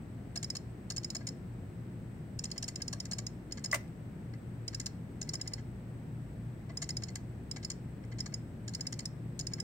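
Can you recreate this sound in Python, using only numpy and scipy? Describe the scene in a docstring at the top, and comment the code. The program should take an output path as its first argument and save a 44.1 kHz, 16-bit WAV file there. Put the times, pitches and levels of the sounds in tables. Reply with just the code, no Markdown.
"""On a desk, a failing laptop hard drive retries in bursts: its head arm swings and knocks on its stop.
Most swings scrape first, and a hard scrape brakes the landing. Each knock ticks in the casing and makes
the drive ping. Once, something is bumped: a hollow knock and a bright clatter.
Underneath sits a bed of room rumble, fan tones beating against the mains hum, and a thin high whine."""
import sys
import numpy as np
from scipy import signal
from scipy.fft import rfft, irfft
from scipy.io import wavfile

SR = 44100
rng = np.random.default_rng(int(sys.argv[2]) if len(sys.argv) > 2 else 0)


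def inscribe(sig):
    """Save sig as 16-bit PCM at rate SR to the path in sys.argv[1].

    A 1-D sig is mono; a 2-D sig holds one channel per row.
    Samples are clipped to [-1, 1] before scaling.
    """
    pcm = np.round(np.clip(np.atleast_2d(sig).T, -1, 1) * 32767)
    wavfile.write(sys.argv[1], SR, pcm.astype(np.int16))


N = 424683

# the arm swings freely into its stop: (time [s], ping level [dB])
FREE_KNOCKS = [(0.501, -31.5), (1.102, -39), (2.3902, -37), (2.757, -38), (2.8788, -35.5), (3.001, -36.5),
               (3.2654, -36.5), (3.713, -34.5), (4.679, -35), (4.8593, -35), (6.7714, -34.5), (6.9673, -33),
               (7.512, -36), (9.0549, -35), (9.468, -34.5)]
# the arm scrapes, then lands: (time [s], length [s], treble rasp [dB], low buzz [dB], ping level [dB])
ARM_SCRAPES = [(0.3562, .009, -37.5, -49.5, -33.5), (0.428, 0.0067, -37, -50, -35.5),
               (0.551, .0079, -39, -50.5, -36.5), (0.9006, 0.011, -36.5, -50.5, -44),
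               (0.9627, 0.0082, -36.5, -56, -32.5), (1.0318, 0.0047, -46, -64, -33.5),
               (1.148, 0.0085, -35.5, -49, -37), (1.205, .013, -63, -56, -85),
               (1.268, 0.011, -37.5, -54, -39), (2.438, 0.0072, -35, -56, -39),
               (2.502, 0.0046, -53, -60, -38), (2.558, 0.013, -59, -56, -36),
               (2.625, 0.0074, -36, -53, -38), (2.679, .011, -37, -51, -65), (2.801, 0.01, -60, -52, -34.5),
               (2.927, 0.0096, -37.5, -49.5, -65), (3.053, 0.0037, -40, -52, -70),
               (3.112, .012, -38, -50.5, -33.5), (3.183, 0.0085, -37, -51, -56),
               (3.509, 0.005, -55, -57, -37), (3.572, .013, -50.5, -52.5, -70),
               (3.64, .0097, -35, -51.5, -34.5), (4.335, .004, -58, -52, -90),
               (4.729, .0092, -54, -52.5, -36), (4.798, 0.0063, -35.5, -50, -49),
               (4.865, 0.0033, -35, -50, -65), (5.214, 0.0045, -34, -51.5, -43),
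               (5.272, .011, -66, -59, -36), (5.334, .0105, -36.5, -51, -35),
               (5.394, .011, -61, -55, -34.5), (5.456, .0113, -61.5, -54, -39.5),
               (5.516, 0.011, -63.5, -57.5, -35), (5.578, 0.022, -62, -57, -90),
               (6.692, 0.017, -62, -55, -90), (6.817, 0.016, -37.5, -48, -47),
               (6.89, 0.0059, -35, -47.5, -34.5), (7.02, .0072, -51, -51, -39),
               (7.082, .012, -49.5, -56.5, -72), (7.155, 0.0039, -35.5, -44.5, -59),
               (7.56, .012, -47, -48.5, -79), (7.6273, .012, -51, -58, -34.5),
               (7.7001, 0.0072, -35, -52, -43), (8.037, 0.0039, -64, -57, -85),
               (8.114, 0.016, -60, -54.5, -90), (8.184, .0118, -47, -58, -32),
               (8.258, 0.0092, -43.5, -48.5, -73), (8.321, 0.011, -63, -58, -34.5),
               (8.679, 0.0052, -39.5, -51, -54), (8.736, .0044, -43.5, -59, -35),
               (8.795, 0.0051, -61, -55, -34.5), (8.85, 0.01, -65.5, -56, -33),
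               (8.924, 0.0062, -38, -49, -53), (8.9906, 0.0051, -37, -49, -47),
               (9.391, 0.0096, -35.5, -59, -40), (9.515, 0.012, -60, -58, -34.5),
               (9.581, 0.012, -61, -53, -34.5)]
# some sweeps come with a low thump of the drive on its stand: (time [s], level [dB])
STAND_THUMPS = [(0.357, -51), (1.149, -50.5), (1.207, -55), (2.56, -59), (2.625, -54), (2.927, -51.5),
                (3.113, -60), (3.184, -52), (3.641, -55), (4.864, -57), (5.335, -52.5), (6.696, -52),
                (6.819, -58), (8.322, -58)]
# the drive's bright casing, its darker frame, the drive on its stand, and the bumped object:
# (frequency [Hz], width [Hz], level [dB], left minus right [dB])
CASING_MODES = [(2703, 220, -18.5, -11), (3170, 87, -13, 0), (3910, 39, -22, 13), (4445, 206, 1.5, 6),
                (4614, 270, -3.5, 9), (5220, 210, 1, 5), (5576, 190, 0.5, 0.5), (6000, 110, -6.5, -9),
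                (6825, 184, 5.5, 2), (7367, 260, 2.5, -4.5), (8100, 240, -9.5, 3), (8420, 410, -5, 6),
                (8860, 160, -16, -10), (9570, 410, -16, 11), (10820, 520, -17, -18.5),
                (13450, 310, -18.5, 2), (15600, 500, -24, -12)]
FRAME_MODES = [(668, 120, -5, -2), (1185, 115, -6.5, 8), (1646, 34, 0, 9), (1765, 52, -8.5, -13),
               (2035, 36, 2.5, -2), (2262, 78, -5.5, -2)]
STAND_MODES = [(605, 41, -5.5, 1), (688, 42, -2, 2.5), (1133, 47, -9, 0)]
OBJECT_MODES = [(560, 27, -17, -2.5), (601, 26, -10.5, 0), (678, 20, -15, 0), (1000, 55, -20, 0),
                (1148, 52, -3, 4), (1390, 55, -9.5, 2.5), (1640, 90, -5.5, -8.5), (1830, 66, -1, -4),
                (2006, 52, 7.5, 0), (2100, 70, -4, -2), (2190, 60, -3, 0)]
# the bump and its rebound: (time [s], level [dB], tilt [dB/octave])
BUMP_HITS = [(3.7282, -27, -1), (3.7444, -35.5, -7)]
# the bursts of clatter: (time [s], length [s], level [dB])
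CLATTER_BURSTS = [(3.725, 0.0063, -36), (3.739, .003, -37), (3.7437, 0.0039, -26.5), (3.756, 0.0048, -36.5)]
# the clatter's colour: (frequency [Hz], gain [dB])
CLATTER_EQ = [(200, -16), (550, 0), (2200, 3), (3300, -7.5), (5400, -3.5), (7300, -1), (8700, 0),
              (9600, -9), (12500, -14.5), (15500, -8)]
# the room's tail: (frequency [Hz], time to fall 60 dB [s])
REVERB_TIMES = [(500, 0.34), (2000, 0.26), (5200, 0.34), (8000, 0.18), (15000, 0.25)]
# the rumble's colour: (frequency [Hz], gain [dB])
RUMBLE_EQ = [(20, -20), (45, -14), (90, -3), (117, -6), (170, -2), (280, -10), (420, -17.5), (700, -24),
             (1100, -31), (1900, -32), (3500, -44), (6500, -50), (10000, -55.5), (15500, -50.5)]
# how centred the rumble sits: (frequency [Hz], left-right correlation [0-1])
RUMBLE_CORRELATION = [(60, 0.94), (150, 0.95), (300, 0.94), (640, 0.35), (1400, 0.059), (6000, 0.12)]
# wavering bands of fan hum and of whine: (frequency [Hz], width [Hz], level [dB])
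HUM_BANDS = [(55.4, 2.3, -59.5), (149.3, 1.3, -55.5), (352.2, 10, -68)]
WHINE_BANDS = [(7770, 60, -81), (7980, 500, -77), (8160, 35, -81)]
# two fan tones and the mains hum: (frequency [Hz], level at the swell [dB])
BEATING_TONES = [(112.84, -54.5), (116.33, -51.5), (119.98, -52.5)]
# the ping's harmonics: (multiple of the pitch, relative level [dB])
PING_HARMONICS = [(1, -2.5), (2, -25), (3, -38)]

HIT_S = .005  # ticks, thuds and pings carry the energy of their level held this long
LIGHT_RASP_DB, HARD_RASP_DB = -41, -36.5  # a scrape starts to brake the arm; it brakes it fully


def landings(coast_s=.0075, free_tick_db=-37.5, braking_db=6, full_ping_db=-40):
    """Cue list of the arm's landings, free or braked: (time [s], tick level [dB], ping level [dB])."""
    cues = [(s, free_tick_db, ping_db) for s, ping_db in FREE_KNOCKS]
    for s, length, rasp_db, _, ping_db in ARM_SCRAPES:
        braked = np.clip((rasp_db - LIGHT_RASP_DB) / (HARD_RASP_DB - LIGHT_RASP_DB), 0, 1)
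        soft_landing_db = 0.65 * min(ping_db - full_ping_db, 0)  # a weak ping comes with a weak tick
        tick_db = free_tick_db - braking_db * braked + soft_landing_db
        cues.append((s + length + coast_s, tick_db, ping_db))
    return cues


def landing_force(gap_s=.0021, grit=0.39):
    """A tight flam: first touch, then the landing, with grit running through both."""
    gap = round(gap_s * SR)
    force = np.pad(grit * chatter(0.00392), (0, gap))
    force[[0, gap]] += 1
    return force


def knocks(thud_db=-21):
    """The arm lands on its stop: the casing ticks and the frame thuds faintly."""
    out = np.zeros((2, N))
    casing, frame = ring(CASING_MODES, wide_hz=3980), ring(FRAME_MODES, wide_hz=3000)
    for s, tick_db, ping_db in landings():
        force = landing_force()
        place(out, s, struck(force, casing), tick_db, HIT_S)
        place(out, s, struck(force, frame), ping_db + thud_db, HIT_S)
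    return out


def pings(pitch_hz=5216, swell_s=0.0011, right_lag_s=0.0010846, linger_db=-27):
    """Each landing rings a bright tone that swells and dies in milliseconds, leaving a faint ring."""
    out = np.zeros((2, N))
    age = np.maximum(np.arange(4000) / SR - np.array([[0], [right_lag_s]]), 0)
    rise = age / swell_s
    flash = (rise / 3) ** 3 * np.exp(3 - rise)
    linger = np.exp(-(age / .026) ** 2) * np.tanh(rise / 2) ** 2
    envelope = flash + gain_of(linger_db) * linger
    pan = gain_of([[-1.4], [1.4]])
    for s, _, ping_db in landings():
        hz = pitch_hz * (1 + 0.0032 * rng.standard_normal())
        tone = sum(gain_of(db) * np.sin(2 * np.pi * k * hz * age) for k, db in PING_HARMONICS)
        place(out, s, envelope * tone * pan, ping_db, HIT_S)
    return out


def scrapes(dulling=0.7, thump_s=0.0098):
    """The sweeping arm chatters, duller at a light touch; some sweeps come with a low stand thump."""
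    out = np.zeros((2, N))
    frame = ring(FRAME_MODES, wide_hz=2480, size=1800)
    stand = ring(STAND_MODES, wide_hz=1500, size=2500)
    for s, length, rasp_db, buzz_db, _ in ARM_SCRAPES:
        tilt = dulling * min(rasp_db - HARD_RASP_DB, 0)
        casing = ring(tilted(CASING_MODES, tilt, above_hz=3400), wide_hz=4040, size=900)
        place(out, s, struck(chatter(length), casing), rasp_db, length)
        place(out, s, struck(chatter(length), frame), buzz_db, length)
    for s, db in STAND_THUMPS:
        place(out, s, struck(chatter(thump_s), stand), db, thump_s)
    return out


def chatter(length, spread_db=2.5, contacts_per_s=9000):
    """Grit: a run of tiny, uneven contacts with an abrupt attack."""
    count = max(round(length * SR), 20)
    polarity = np.sign(rng.standard_normal(2000))
    strength = gain_of(spread_db * rng.standard_normal(2000))
    touching = rng.random(2000) < contacts_per_s / SR
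    return (polarity * strength * touching)[:count] * signal.windows.tukey(count, .12) + 1e-9


def ring(modes, wide_hz, attack_s=0.00024, size=6000):
    """A body's stereo ring: modes lag on alternate sides, by a full quarter cycle from wide_hz up."""
    t, out = np.arange(size) / SR, np.zeros((2, size))
    side = np.array([[1], [-1]])
    for k, (hz, width, db, pan_db) in enumerate(modes):
        sign = (-1) ** k
        lag_s = min(hz / wide_hz, 1) / (4 * hz)
        age = np.maximum(t - (side == sign) * lag_s, 0)
        envelope = np.sqrt(width) * np.exp(-np.pi * width * age) * (1 - np.exp(-age / attack_s))
        out += sign * gain_of(db + side * pan_db / 2) * envelope * np.sin(2 * np.pi * hz * age)
    return out


def tilted(modes, db_per_octave, above_hz=500):
    """A softer blow dulls the modes above a corner."""
    return [(hz, width, db + db_per_octave * np.log2(max(hz / above_hz, 1)), pan)
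            for hz, width, db, pan in modes]


def struck(force, body):
    """Plays a force through a body's ring."""
    return signal.fftconvolve(force[None], body, axes=1)


def bump(build_s=.003, clatter_t60_s=0.022):
    """Something is bumped: a hollow, soft-edged knock, a duller rebound and a bright, grainy clatter."""
    out, t = np.zeros((2, N)), np.arange(6000) / SR
    push = 1 - np.exp(-(t / build_s) ** 2)
    for s, db, tilt in BUMP_HITS:
        body = ring(tilted(OBJECT_MODES, tilt), wide_hz=2600, size=len(t))
        place(out, s, body * push, db, length=.012)
    for s, length, db in CLATTER_BURSTS:
        attack = np.minimum(t / 0.00075, 1)
        release = gain_of(-60 * np.maximum(t - length, 0) / clatter_t60_s)
        grains = rng.standard_normal((2, len(t))) * gain_of(1.6 * rng.standard_normal(len(t)))
        place(out, s, equalised(attack * release * grains, CLATTER_EQ), db, length)
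    return out


def reverb(x, early_db, tail_db, size=16000):
    """Early reflections off the desk and the things on it, then a short tail."""
    t = np.arange(size) / SR
    taps = rng.choice([-1., 1.], (2, size)) * (rng.random((2, size)) < 3000 / SR) * (t > .004)
    hz, age, spectrum = signal.stft(taps, SR, nperseg=256)
    decay = gain_of(-60 * age / curve_at(REVERB_TIMES, hz)[:, None])
    tail = signal.istft(spectrum * decay, SR, nperseg=256)[1][:, :size]
    early = rng.standard_normal((2, size)) * (t > .003) * np.exp(-(t / 0.013) ** 2)
    response = (gain_of(tail_db) * unit_rms(tail) + gain_of(early_db) * unit_rms(early)) / np.sqrt(size)
    return signal.fftconvolve(x, response, axes=1)[:, :N]


def rumble(level_db=-45.5):
    """Room tone: dark noise, centred in the lows and wide in the highs."""
    left, unrelated = rfft(rng.standard_normal((2, N)))
    shared = curve_at(RUMBLE_CORRELATION, np.fft.rfftfreq(N, 1 / SR))
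    right = shared * left + np.sqrt(1 - shared ** 2) * unrelated
    noise = irfft(np.array([left, right]), N)
    return gain_of(level_db) * unit_rms(equalised(noise, RUMBLE_EQ))


def fan_throb(swell_s=8.4, rise_db_per_s=0.3, flutter_db=-54):
    """Fan tones beat against the mains hum, and the whole hum slowly grows louder; flutter makes the beats
    uneven."""
    t = np.arange(N) / SR - swell_s  # the tones line up in phase at the swell
    phase = rng.random()
    tones = sum(gain_of(db) * np.sqrt(2) * np.cos(2 * np.pi * (hz * t + phase))
                for hz, db in BEATING_TONES)
    flutter = gain_of(flutter_db) * wavering_tone(hz=116.6, width=5.7)
    return (tones + flutter) * gain_of(rise_db_per_s * t)


def drone(bands):
    """A hum or whine, layered from wavering tones."""
    return sum(gain_of(db) * wavering_tone(hz, width) for hz, width, db in bands)


def wavering_tone(hz, width):
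    """Noise through one narrow resonance."""
    detuning = (np.fft.rfftfreq(N, 1 / SR) - hz) / (0.64 * width)
    return unit_rms(irfft(rfft(rng.standard_normal(N)) / (1 + detuning ** 2), N))


def background():
    """The bed, leaning slightly left: rumble, mono fan hum and a diffuse whine."""
    air = rumble()
    hum = fan_throb() + drone(HUM_BANDS)
    whine = np.array([drone(WHINE_BANDS) for _ in range(2)])
    return (air + hum + whine) * gain_of([[.7], [-.7]])


def place(mix, s, sound, db, length):
    """Drops a stereo sound in at time s, with the energy of db held for length seconds."""
    energy = np.sum(sound ** 2) / 2 + 1e-20
    slot = mix[:, round(s * SR):][:, :sound.shape[1]]
    slot += sound[:, :slot.shape[1]] * gain_of(db) * np.sqrt(length * SR / energy)


def equalised(x, eq):
    """Colours a sound with an EQ curve."""
    hz = np.fft.rfftfreq(x.shape[-1], 1 / SR)
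    return irfft(rfft(x) * gain_of(curve_at(eq, hz)), x.shape[-1])


def curve_at(points, hz):
    """Reads a curve on a log-frequency axis."""
    point_hz, value = np.transpose(points)
    return np.interp(np.log(hz + 1), np.log(point_hz + 1), value)


def gain_of(db):
    """Decibels to amplitude."""
    return 10 ** (np.asarray(db) / 20)


def unit_rms(x):
    """Scales to rms 1."""
    return x / np.sqrt(np.mean(x ** 2) + 1e-20)


def scene(ping_send_db=-8):
    """The mix: the drive is close and dry, its pings driest of all; the bump stirs the room more."""
    clicks, tones, clunk = knocks() + scrapes(), pings(), bump()
    drive_reverb = reverb(clicks + gain_of(ping_send_db) * tones, early_db=-14, tail_db=-19)
    bump_reverb = reverb(clunk, early_db=-10.5, tail_db=-16)
    return clicks + tones + clunk + drive_reverb + bump_reverb + background()


def record(dry, cutoff_hz=15900):
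    """A steep low-pass trims the very top."""
    low_pass = signal.firwin(401, cutoff_hz, window=("kaiser", 8), fs=SR)
    return signal.oaconvolve(dry, low_pass[None], "same")


dry = scene()
out = record(dry)
inscribe(out)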